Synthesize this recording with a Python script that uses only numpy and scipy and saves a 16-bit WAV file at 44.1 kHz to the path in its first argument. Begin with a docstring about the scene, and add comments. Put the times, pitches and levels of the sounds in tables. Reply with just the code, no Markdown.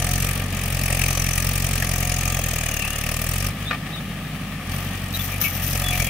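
"""Tractor and cultivator, open stubble field

From 19 m off and drawing slowly away, a diesel thumps and hisses through its stack with every firing, over block
rumble, clatter, a panel's hum and a gear whine. It labours, runs light for a second while the implement squeaks and
clanks, then digs in with a rush of soil. Pulses, shaped noise, sines and struck modes reach two microphone ports."""
import sys
import numpy as np
from scipy import signal
from scipy.fft import rfft, irfft
from scipy.io import wavfile
from scipy.ndimage import uniform_filter1d

SR = 44100
rng = np.random.default_rng(int(sys.argv[2]) if len(sys.argv) > 2 else 0)


def materialize(psi):
    """Save the field psi as 16-bit PCM at rate SR to the path in sys.argv[1].

    A 1-D psi becomes a single channel; in a 2-D psi each row is a channel.
    """
    bounded = np.clip(np.atleast_2d(psi).T, -1, 1)
    quanta = np.round(bounded * 32767).astype(np.int16)
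    wavfile.write(sys.argv[1], SR, quanta)


N = 268569
TIME = np.arange(N) / SR
BINS = np.maximum(np.arange(N // 2 + 1) * SR / N, 1)


def from_db(db):
    """Decibels to gain."""
    return 10 ** (np.asarray(db) / 20)


def rms_one(x):
    """Scale to rms 1."""
    return x / np.sqrt(np.mean(x ** 2) + 1e-20)


def in_time(rows):
    """Each column of a curve at every sample."""
    s, *columns = np.transpose(rows)
    return [np.interp(TIME, s, c) for c in columns]


def in_frequency(rows):
    """Each column of a spectrum at every frequency bin, straight over log frequency."""
    hz, *columns = np.transpose(rows)
    return np.array([np.interp(np.log(BINS), np.log(hz), c) for c in columns])


def colour(x, spectrum):
    """Filter by a table of f/Hz and one or more columns of level/dB."""
    return irfft(rfft(x) * from_db(in_frequency(spectrum)), N)


def butter(x, hz, kind, order=2):
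    """Causal low-, high- or band-pass."""
    return signal.sosfilt(signal.butter(order, hz, kind, fs=SR, output="sos"), x)


def resonate(x, hz, width_hz):
    """One resonance with gain 1 on top."""
    r = np.exp(-np.pi * width_hz / SR)
    numerator = np.array([1, 0, -1]) * (1 - r * r) / 2
    denominator = [1, -2 * r * np.cos(2 * np.pi * hz / SR), r * r]
    return signal.lfilter(numerator, denominator, x + 1e-18)


def drift(rate, time=TIME):
    """Smooth chance with rms 1 that changes about rate times a second."""
    knots = rng.standard_normal(int(TIME[-1] * rate) + 3)
    return rms_one(np.interp(time * rate + rng.random(), np.arange(len(knots)), knots))


# likeness of the sound at the two microphone ports: (f/Hz, left-right correlation)
PORT_LIKENESS = [(150, 0.99), (500, 0.94), (1000, 0.82), (2000, 0.66), (4000, 0.069), (9000, -0.053)]


def air_noise():
    """White stereo noise, alike in the bass and nearly unrelated in the treble."""
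    alike = in_frequency(PORT_LIKENESS)
    mid, side = rfft(rng.standard_normal((2, N)))
    left_right = np.sqrt(1 + alike) * mid + np.sqrt(1 - alike) * side * [[1], [-1]]
    return irfft(left_right, N) / np.sqrt(2)


def dying(start_s, t60, rise_s, hold_s=0):
    """Envelope that rises quickly, holds and dies by 60 dB in t60 seconds."""
    age = np.maximum(TIME - start_s, 0)
    decay = np.exp(-np.log(1000) * np.maximum(age - hold_s, 0) / t60)
    return (1 - np.exp(-age / rise_s)) * decay


def swell(start_s, end_s, time=TIME):
    """Rounded envelope that rises and falls between two times."""
    progress = np.clip((time - start_s) / (end_s - start_s), 0, 1)
    return np.sqrt(np.abs(np.sin(np.pi * progress)))


def swells(rows):
    """Summed envelope of a table of (start t/s, end t/s, level/dB)."""
    return sum(from_db(level_db) * swell(start, end) for start, end, level_db in rows)


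def narrow_tones(rows):
    """Rough tones: noise through two equal narrow resonances in a row, swelling and fading."""
    out, noise = np.zeros((2, N)), air_noise()
    for start, end, hz, width_hz, level_db in rows:
        near = (TIME > start) & (TIME < end)
        stage_hz = width_hz * 0.84
        tone = resonate(resonate(noise, hz, stage_hz), hz, stage_hz)[:, near]
        out[:, near] += from_db(level_db) * swell(start, end, TIME[near]) * rms_one(tone)
    return out


def firing_times(cycles):
    """One firing in the middle of each cycle."""
    return np.interp(np.arange(int(cycles[-1] + .5)) + .5, cycles, TIME)


def bursts(times, level_db, rise_s, fall_s):
    """One Gaussian hump per event, with its own rise and fall."""
    out = np.zeros(N)
    for s, gain in zip(times, from_db(level_db)):
        near = slice(max(int(s * SR) - SR // 40, 0), int(s * SR) + SR // 40)
        age = TIME[near] - s
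        out[near] += gain * np.exp(-.5 * (age / np.where(age < 0, rise_s, fall_s)) ** 2)
    return out


# how the engine answers the pull; thump, hiss and clatter get further gain in scene(), boom is against the bare pulse:
# (load 0-1, exhaust thump level/dB, silencer boom level/dB, gas hiss level/dB, block rumble level/dB, clatter level/dB)
ENGINE_EFFORT = [(0, -39.5, -22, -56.5, -32, -39.5), (.25, -33.5, 5.5, -54, -34, -38.5),
                 (.5, -29.5, 4.5, -46.5, -32.5, -37), (1, -24, -12.5, -36.5, -35, -37.5)]


def under_load(load):
    """Levels of thump, boom, hiss, rumble and clatter at this load."""
    loads, *columns = np.transpose(ENGINE_EFFORT)
    return [np.interp(load, loads, c) for c in columns]


def thump(times, strength_db, boom_db, stack_hz=136, stack_width_hz=42, stack_db=4.0, low_cut_hz=18,
          boom_hz=92, boom_width_hz=40):
    """Pressure pulses set the air in the stack and the silencer swinging; the running rms is held at 1."""
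    pulse = -bursts(times, strength_db, rise_s=0.0021, fall_s=.0019)
    pulse = butter(pulse - pulse.mean(), low_cut_hz, "high", order=1)
    swing = from_db(stack_db) * resonate(pulse, stack_hz, stack_width_hz)
    boom = from_db(boom_db) * resonate(pulse, boom_hz, boom_width_hz)
    wave = pulse + swing + boom
    return wave / np.sqrt(uniform_filter1d(wave ** 2, size=12000))


# spectrum of the exhaust gas: (f/Hz, relative level/dB)
GAS_SPECTRUM = [(350, -20.5), (550, 2), (750, 0), (980, -6.5), (1230, -2), (1450, -15), (1800, 1),
                (2100, -6), (2400, 4.5), (3300, -11), (4200, -12.5), (6000, -5), (9500, -10.5),
                (15000, -3.5)]
# shape of one puff by frequency: (f/Hz, crest after the firing t/ms, rise t/ms, fall t/ms, relative level between puffs/dB)
PUFF_SHAPE = [(500, -1.0, 3.5, 3.8, -24), (2500, -0.4, 1.9, 3.6, -6), (6030, -0.8, 2.5, 7.1, -12.5),
              (9200, -2.4, 1.8, 5.7, -7.5), (15000, -3.5, 0.9, 2.2, -8.5)]


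def gas(times, strength_db, loaded, vary_db=2.5, patchy_db=1.08):
    """Each puff starts as a fine hiss and swells into a coarser rasp of its own colour; unloaded, puffs merge."""
    edges_hz = [330, 900, 1500, 2100, 2900, 3800, 4800, 5800, 6900, 8200, 9600, 11200, 13200, 16500]
    noises = [rms_one(colour(air_noise(), GAS_SPECTRUM)) for _ in range(2)]
    puff_hz, *shape = np.transpose(PUFF_SHAPE)
    out = 0
    for k, band in enumerate(zip(edges_hz, edges_hz[1:])):
        crest_ms, rise_ms, fall_ms, between_db = [np.interp(np.mean(band), puff_hz, c) for c in shape]
        level_db = strength_db + rng.normal(0, vary_db, len(times))
        puffs = rms_one(bursts(times + crest_ms / 1000, level_db, rise_ms / 1000, fall_ms / 1000))
        puffs = rms_one(puffs + from_db(between_db))
        # blend in power between separate puffs and a steady stream
        gate = np.sqrt(loaded * puffs ** 2 + 1 - loaded)
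        out = out + butter(noises[k % 2], band, "band") * gate * from_db(patchy_db * drift(8))
    return out


def hiss_grain(times, cycles, low_hz=5500, high_hz=13000, spread_db=3.5, count=4):
    """Short tones at random pitches, drawn anew for each firing, give the treble of the hiss a patchy grain."""
    firing, out = cycles.astype(int), np.zeros((2, N))
    for k in range(2 * count):  # alternately left and right
        hz = rng.uniform(low_hz, high_hz, len(times) + 2)[firing]
        level_db = rng.normal(0, spread_db, len(times))
        gate = bursts(times - .0015, level_db, rise_s=.0015, fall_s=.003)
        out[k % 2] += gate * np.sin(2 * np.pi * hz * TIME)
    return rms_one(out)


def firing_shakes(times):
    """Every firing shakes the stack and the gears by a different amount."""
    return rms_one(bursts(times, rng.normal(0, 3, len(times)), rise_s=.002, fall_s=.004) + .15)


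# narrow rings of the stack that come and go, before the firings shake them:
# (start t/s, end t/s, f/Hz, width f/Hz before the 0.84 of each stage, level/dB)
STACK_RING_TONES = [(-.1, .35, 6030, 129.6, -40), (.95, 1.45, 6116, 101.9, -33.5),
                    (.95, 1.5, 5680, 270, -41), (1.8, 3.0, 6560, 240, -37)]


def stack_rings(shakes):
    """The stack rings in narrow bands of noise, pulsing with the firings."""
    return shakes * narrow_tones(STACK_RING_TONES)


# spectrum of the shaking block: (f/Hz, relative level/dB)
BLOCK_SPECTRUM = [(60, -12), (110, -5.5), (160, 1), (200, -0.5), (250, -4), (310, -13), (420, -35),
                  (900, -51)]


def rumble(cycles, waver_rad=0.62, regular_share=.6):
    """The block shakes in a pattern that repeats every four firings, and wavers, over bass noise."""
    time, turns = TIME[::8], cycles[::8] / 4  # low orders need few samples
    orders = 0
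    for k in range(6, 36):
        phase = 2 * np.pi * (k * turns + rng.random()) + waver_rad * drift(5, time)
        orders = orders + np.cos(phase)
    shake = rms_one(colour(np.interp(TIME, time, orders), BLOCK_SPECTRUM))
    noise = rms_one(colour(air_noise(), BLOCK_SPECTRUM))
    return np.sqrt(regular_share) * shake + np.sqrt(1 - regular_share) * noise


# spectrum of the ringing crankcase: (f/Hz, relative level/dB)
CRANKCASE_SPECTRUM = [(350, -3.5), (550, -2), (750, 0), (980, -3), (1230, -1), (1450, -12.5), (1800, -1.5),
                      (2100, -6.5), (2400, -3.5), (3300, -9.5), (4200, -19), (6000, -20.5), (9500, -23.5),
                      (15000, -18.5)]


def clatter(cycles, rattle_db=5.0, tick_share=0.27):
    """Valves and injectors tick three times per firing, unevenly, and swell the crankcase noise."""
    ticks = firing_times(cycles * 3)
    ticks = ticks + rng.normal(0, 0.00078, len(ticks))
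    rattle = bursts(ticks, rng.normal(0, rattle_db, len(ticks)), rise_s=0.00019, fall_s=0.0076)
    ringing = butter(colour(air_noise(), CRANKCASE_SPECTRUM), 287, "high")
    return rms_one(ringing * (1 + tick_share * rattle))


# a body panel sings along for a while: (start t/s, end t/s, peak level/dB)
PANEL_SWELLS = [(-.08, .21, -31), (1.75, 2.45, -38.5), (5.8, 6.02, -33)]


def panel_hum(panel_hz=724):
    """One lightly damped sheet-metal mode, a sine unsteady in level and pitch."""
    tone = np.sin(2 * np.pi * panel_hz * TIME + 0.41 * drift(15))
    return swells(PANEL_SWELLS) * (1 + 0.25 * drift(30)) * tone


# the gears whine for a while: (start t/s, end t/s, peak level/dB before throb and flutter)
WHINE_SWELLS = [(2.3, 2.7, -44), (2.65, 3.05, -38), (3.95, 4.5, -57), (5.83, 5.92, -31), (5.92, 6.15, -40)]


def gear_whine(cycles, shakes, teeth_per_firing=76.3, throb_share=0.29):
    """Meshing teeth sing at a fixed multiple of the firing rate, throbbing with the firings, unsteady in pitch."""
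    jolt_rad = 1.1 * drift(70)
    throb = 1 + throb_share * (shakes - 1)
    flutter = 1 + .5 * drift(24.86)
    return swells(WHINE_SWELLS) * throb * flutter * np.sin(2 * np.pi * teeth_per_firing * cycles + jolt_rad)


# squeaks of the linkage: (start t/s, end t/s, f/Hz, width f/Hz before the 0.84 of each stage, level/dB)
LINKAGE_SQUEAKS = [(2.76, 2.95, 2760, 160, -38), (2.835, 2.885, 2630, 180, -30),
                   (3.652, 3.7, 3540, 90, -36), (3.675, 3.715, 3820, 120, -38.5),
                   (3.92, 3.965, 3760, 200, -39), (3.965, 4.0, 3600, 110, -41),
                   (5.138, 5.168, 3863, 200, -30.5), (5.19, 5.22, 3470, 150, -35),
                   (5.31, 5.37, 2400, 350, -34), (5.435, 5.48, 2620, 170, -27.5),
                   (5.44, 5.5, 2270, 90, -26.5), (5.915, 5.955, 2360, 350, -26.5),
                   (5.995, 6.04, 2350, 350, -29), (6.06, 6.1, 2280, 500, -32)]


def squeaks():
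    """The linkage squeaks in short, rough, narrow bands of noise."""
    return narrow_tones(LINKAGE_SQUEAKS)


# the implement knocks against its hitch: (t/s, level/dB before the crash and ring gains)
HITCH_KNOCKS = [(3.706, -34), (3.71, -23.5), (3.718, -34), (3.729, -29), (3.746, -32.5)]
# modes of the steel frame: (f/Hz, relative level/dB, t60/s)
FRAME_MODES = [(687, -3, 0.11), (1200, 2, 0.09), (1280, -2, 0.072), (1600, -5, 0.051), (1820, 1, 0.087),
               (2270, -6, 0.17), (2470, 3.5, 0.05), (2710, -18, 0.12), (3150, -23, 0.036),
               (3600, -23, 0.077)]


def clank(crack_db=3.0, ring_db=-3.5):
    """Each knock gives a short crash and strikes every mode of the frame with a strength of its own."""
    times, level_db = np.transpose(HITCH_KNOCKS)
    ring = np.zeros((2, N))
    for hz, mode_db, t60 in FRAME_MODES:
        strike_db = level_db + mode_db + ring_db + rng.normal(0, 2.9, (2, len(times)))
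        clicks = np.zeros((2, N))
        clicks[:, (times * SR).astype(int)] = from_db(strike_db)
        r, w = np.exp(-np.log(1000) / (t60 * SR)), 2 * np.pi * hz / SR
        ring += signal.lfilter([0, np.sin(w)], [1, -2 * r * np.cos(w), r * r], clicks + 1e-18)
    crash = rms_one(butter(butter(air_noise(), 750, "high"), 2200, "low", order=3))
    cracks = sum(from_db(db) * dying(s, 0.051, 0.00061) for s, db in HITCH_KNOCKS)
    return ring + from_db(crack_db) * crash * cracks


# spectrum of soil and straw on steel: (f/Hz, relative level/dB)
SOIL_SPECTRUM = [(1500, -8), (3000, -3.5), (4500, -14.5), (6000, -2), (8000, -14), (10000, -9), (11800, -4),
                 (13400, 8), (14600, 6), (15800, -10)]
# tines rush through soil and straw: (t/s, level/dB, t60/s)
TINE_SCRAPES = [(4.72, -36.5, 1.1), (5.13, -26.5, 0.37), (5.2, -29.5, 0.7), (5.4, -22, 1.1),
                (5.62, -24, .55), (5.92, -31.5, 2.3)]
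# stones click on the tines: (t/s, level/dB before the quick rise, t60/s)
STONE_CLICKS = [(5.218, -17, .005), (5.4148, -10.5, .006)]


def tines(grain_db=2.5, lumps_db=2.5, rise_s=0.0092, hold_s=0.043):
    """Gritty, lumpy rushes of soil over steel, and a stone now and then, all as shaped noise."""
    grit = rms_one(from_db(grain_db * drift(500) + lumps_db * drift(60)))
    power = sum((from_db(db) * dying(s, t60, rise_s, hold_s)) ** 2 for s, db, t60 in TINE_SCRAPES)
    stones = sum(from_db(db) * dying(s, t60, rise_s=.0002) for s, db, t60 in STONE_CLICKS)
    return rms_one(colour(air_noise(), SOIL_SPECTRUM)) * (grit * np.sqrt(power) + stones)


def over_ground(x, start_m=19, away_m_per_s=0.22, lift=0.35, loss_per_m=0.49, dip_hz=390, dip_width_hz=220):
    """Sound fades with distance; the soil's reflection lifts the low mids at first, cancels them further off."""
    gone_m = away_m_per_s * TIME
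    reflection = (lift - loss_per_m * gone_m) * resonate(x, dip_hz, dip_width_hz)
    return (x + reflection) * start_m / (start_m + gone_m)


# engine speed: (t/s, firings per s)
ENGINE_SPEED = [(0.0, 43.57), (0.45, 47.17), (0.59, 45.18), (1.35, 43.78), (1.55, 45.82), (1.85, 44.03),
                (2.33, 44.04), (2.84, 35.91), (3.26, 40.56), (3.52, 51.03), (4.51, 48.29), (4.62, 41.73),
                (4.83, 47.84), (5.14, 45.19), (5.39, 49.49), (5.48, 44.87), (5.78, 45.59), (6.09, 42.7)]
# pull of the cultivator on the engine: (t/s, load 0-1)
CULTIVATOR_PULL = [(0, 0.91), (.28, 1), (.48, 0.4), (.62, 0.75), (.94, 1), (1.6, .93), (3.47, 0.87),
                   (3.54, 0.04), (3.63, .38), (3.78, 0), (4.64, 0.15), (4.72, 0.54), (4.9, 0.36),
                   (5.05, 0.34), (5.34, .55), (5.45, 0.2), (5.76, 0.88), (6.09, 0.99)]


def scene(thump_gain_db=0.43, gas_gain_db=11.0, clatter_gain_db=3.5, idle_db=-55.5, full_db=-50.0,
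          uneven_db=-1.06, crackle_db=0.73, grain_db=-11.0, working_rate_per_s=45,
          thump_db_per_octave=18, rumble_db_per_octave=12.5):
    """Engine and implement in an open field; speed and load drive the engine's thump, gas, rumble and clatter."""
    speed, load = in_time(ENGINE_SPEED)[0], in_time(CULTIVATOR_PULL)[0]
    thump_db, boom_db, gas_db, rumble_db, clatter_db = under_load(load)
    cycles = .42 + np.cumsum(speed) / SR  # firings so far
    times = firing_times(cycles)
    # the four cylinders fire a little unequally
    strength_db = uneven_db * np.cos(np.pi / 2 * np.arange(len(times))) + rng.normal(0, 1.0, len(times))
    shakes = firing_shakes(times)

    # thump and rumble weaken as the engine is dragged below its working speed
    octaves = np.minimum(np.log2(speed / working_rate_per_s), 0)
    thump_level = from_db(thump_db + thump_gain_db + thump_db_per_octave * octaves)
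    thumps = thump_level * thump(times, strength_db, boom_db)

    # hiss level before its gain decides how separate the puffs are
    loaded = np.clip((gas_db - idle_db) / (full_db - idle_db), 0, 1)
    grain = from_db(grain_db) * loaded * hiss_grain(times, cycles)
    jet = gas(times, strength_db, loaded) + grain
    hiss = from_db(gas_db + gas_gain_db + crackle_db * drift(1500)) * jet
    exhaust = thumps + hiss + stack_rings(shakes)

    block = from_db(rumble_db + rumble_db_per_octave * octaves) * rumble(cycles)
    crankcase = block + from_db(clatter_db + clatter_gain_db) * clatter(cycles)
    implement = squeaks() + clank() + tines()
    return over_ground(exhaust + crankcase + panel_hum() + gear_whine(cycles, shakes) + implement)


# colour of the two microphone ports: (f/Hz, left level/dB, right level/dB)
PORT_COLOUR = [(300, 1, 0.5), (780, -1, -2), (1003, -11.5, -6), (1188, 2, 2), (1440, 2.5, 2),
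               (2450, 4.5, -3.5), (4390, 6.5, 5.5), (6570, 4.5, -5), (7340, 3, -4.5), (8090, -15, 9),
               (9460, 6, 5), (11940, 2, 3), (13800, 2.5, -20), (14800, 2, -35)]


def record(dry, cutoff_hz=15700):
    """Each microphone port colours the sound in its own way; the deepest bass and the top are cut."""
    heard = colour(dry, PORT_COLOUR)
    heard = colour(heard, [(18, -20), (36, 0), (60, 0)])  # f/Hz, level/dB
    return signal.sosfilt(signal.ellip(12, .2, 90, cutoff_hz, fs=SR, output="sos"), heard)


dry = scene()
out = record(dry)
materialize(out)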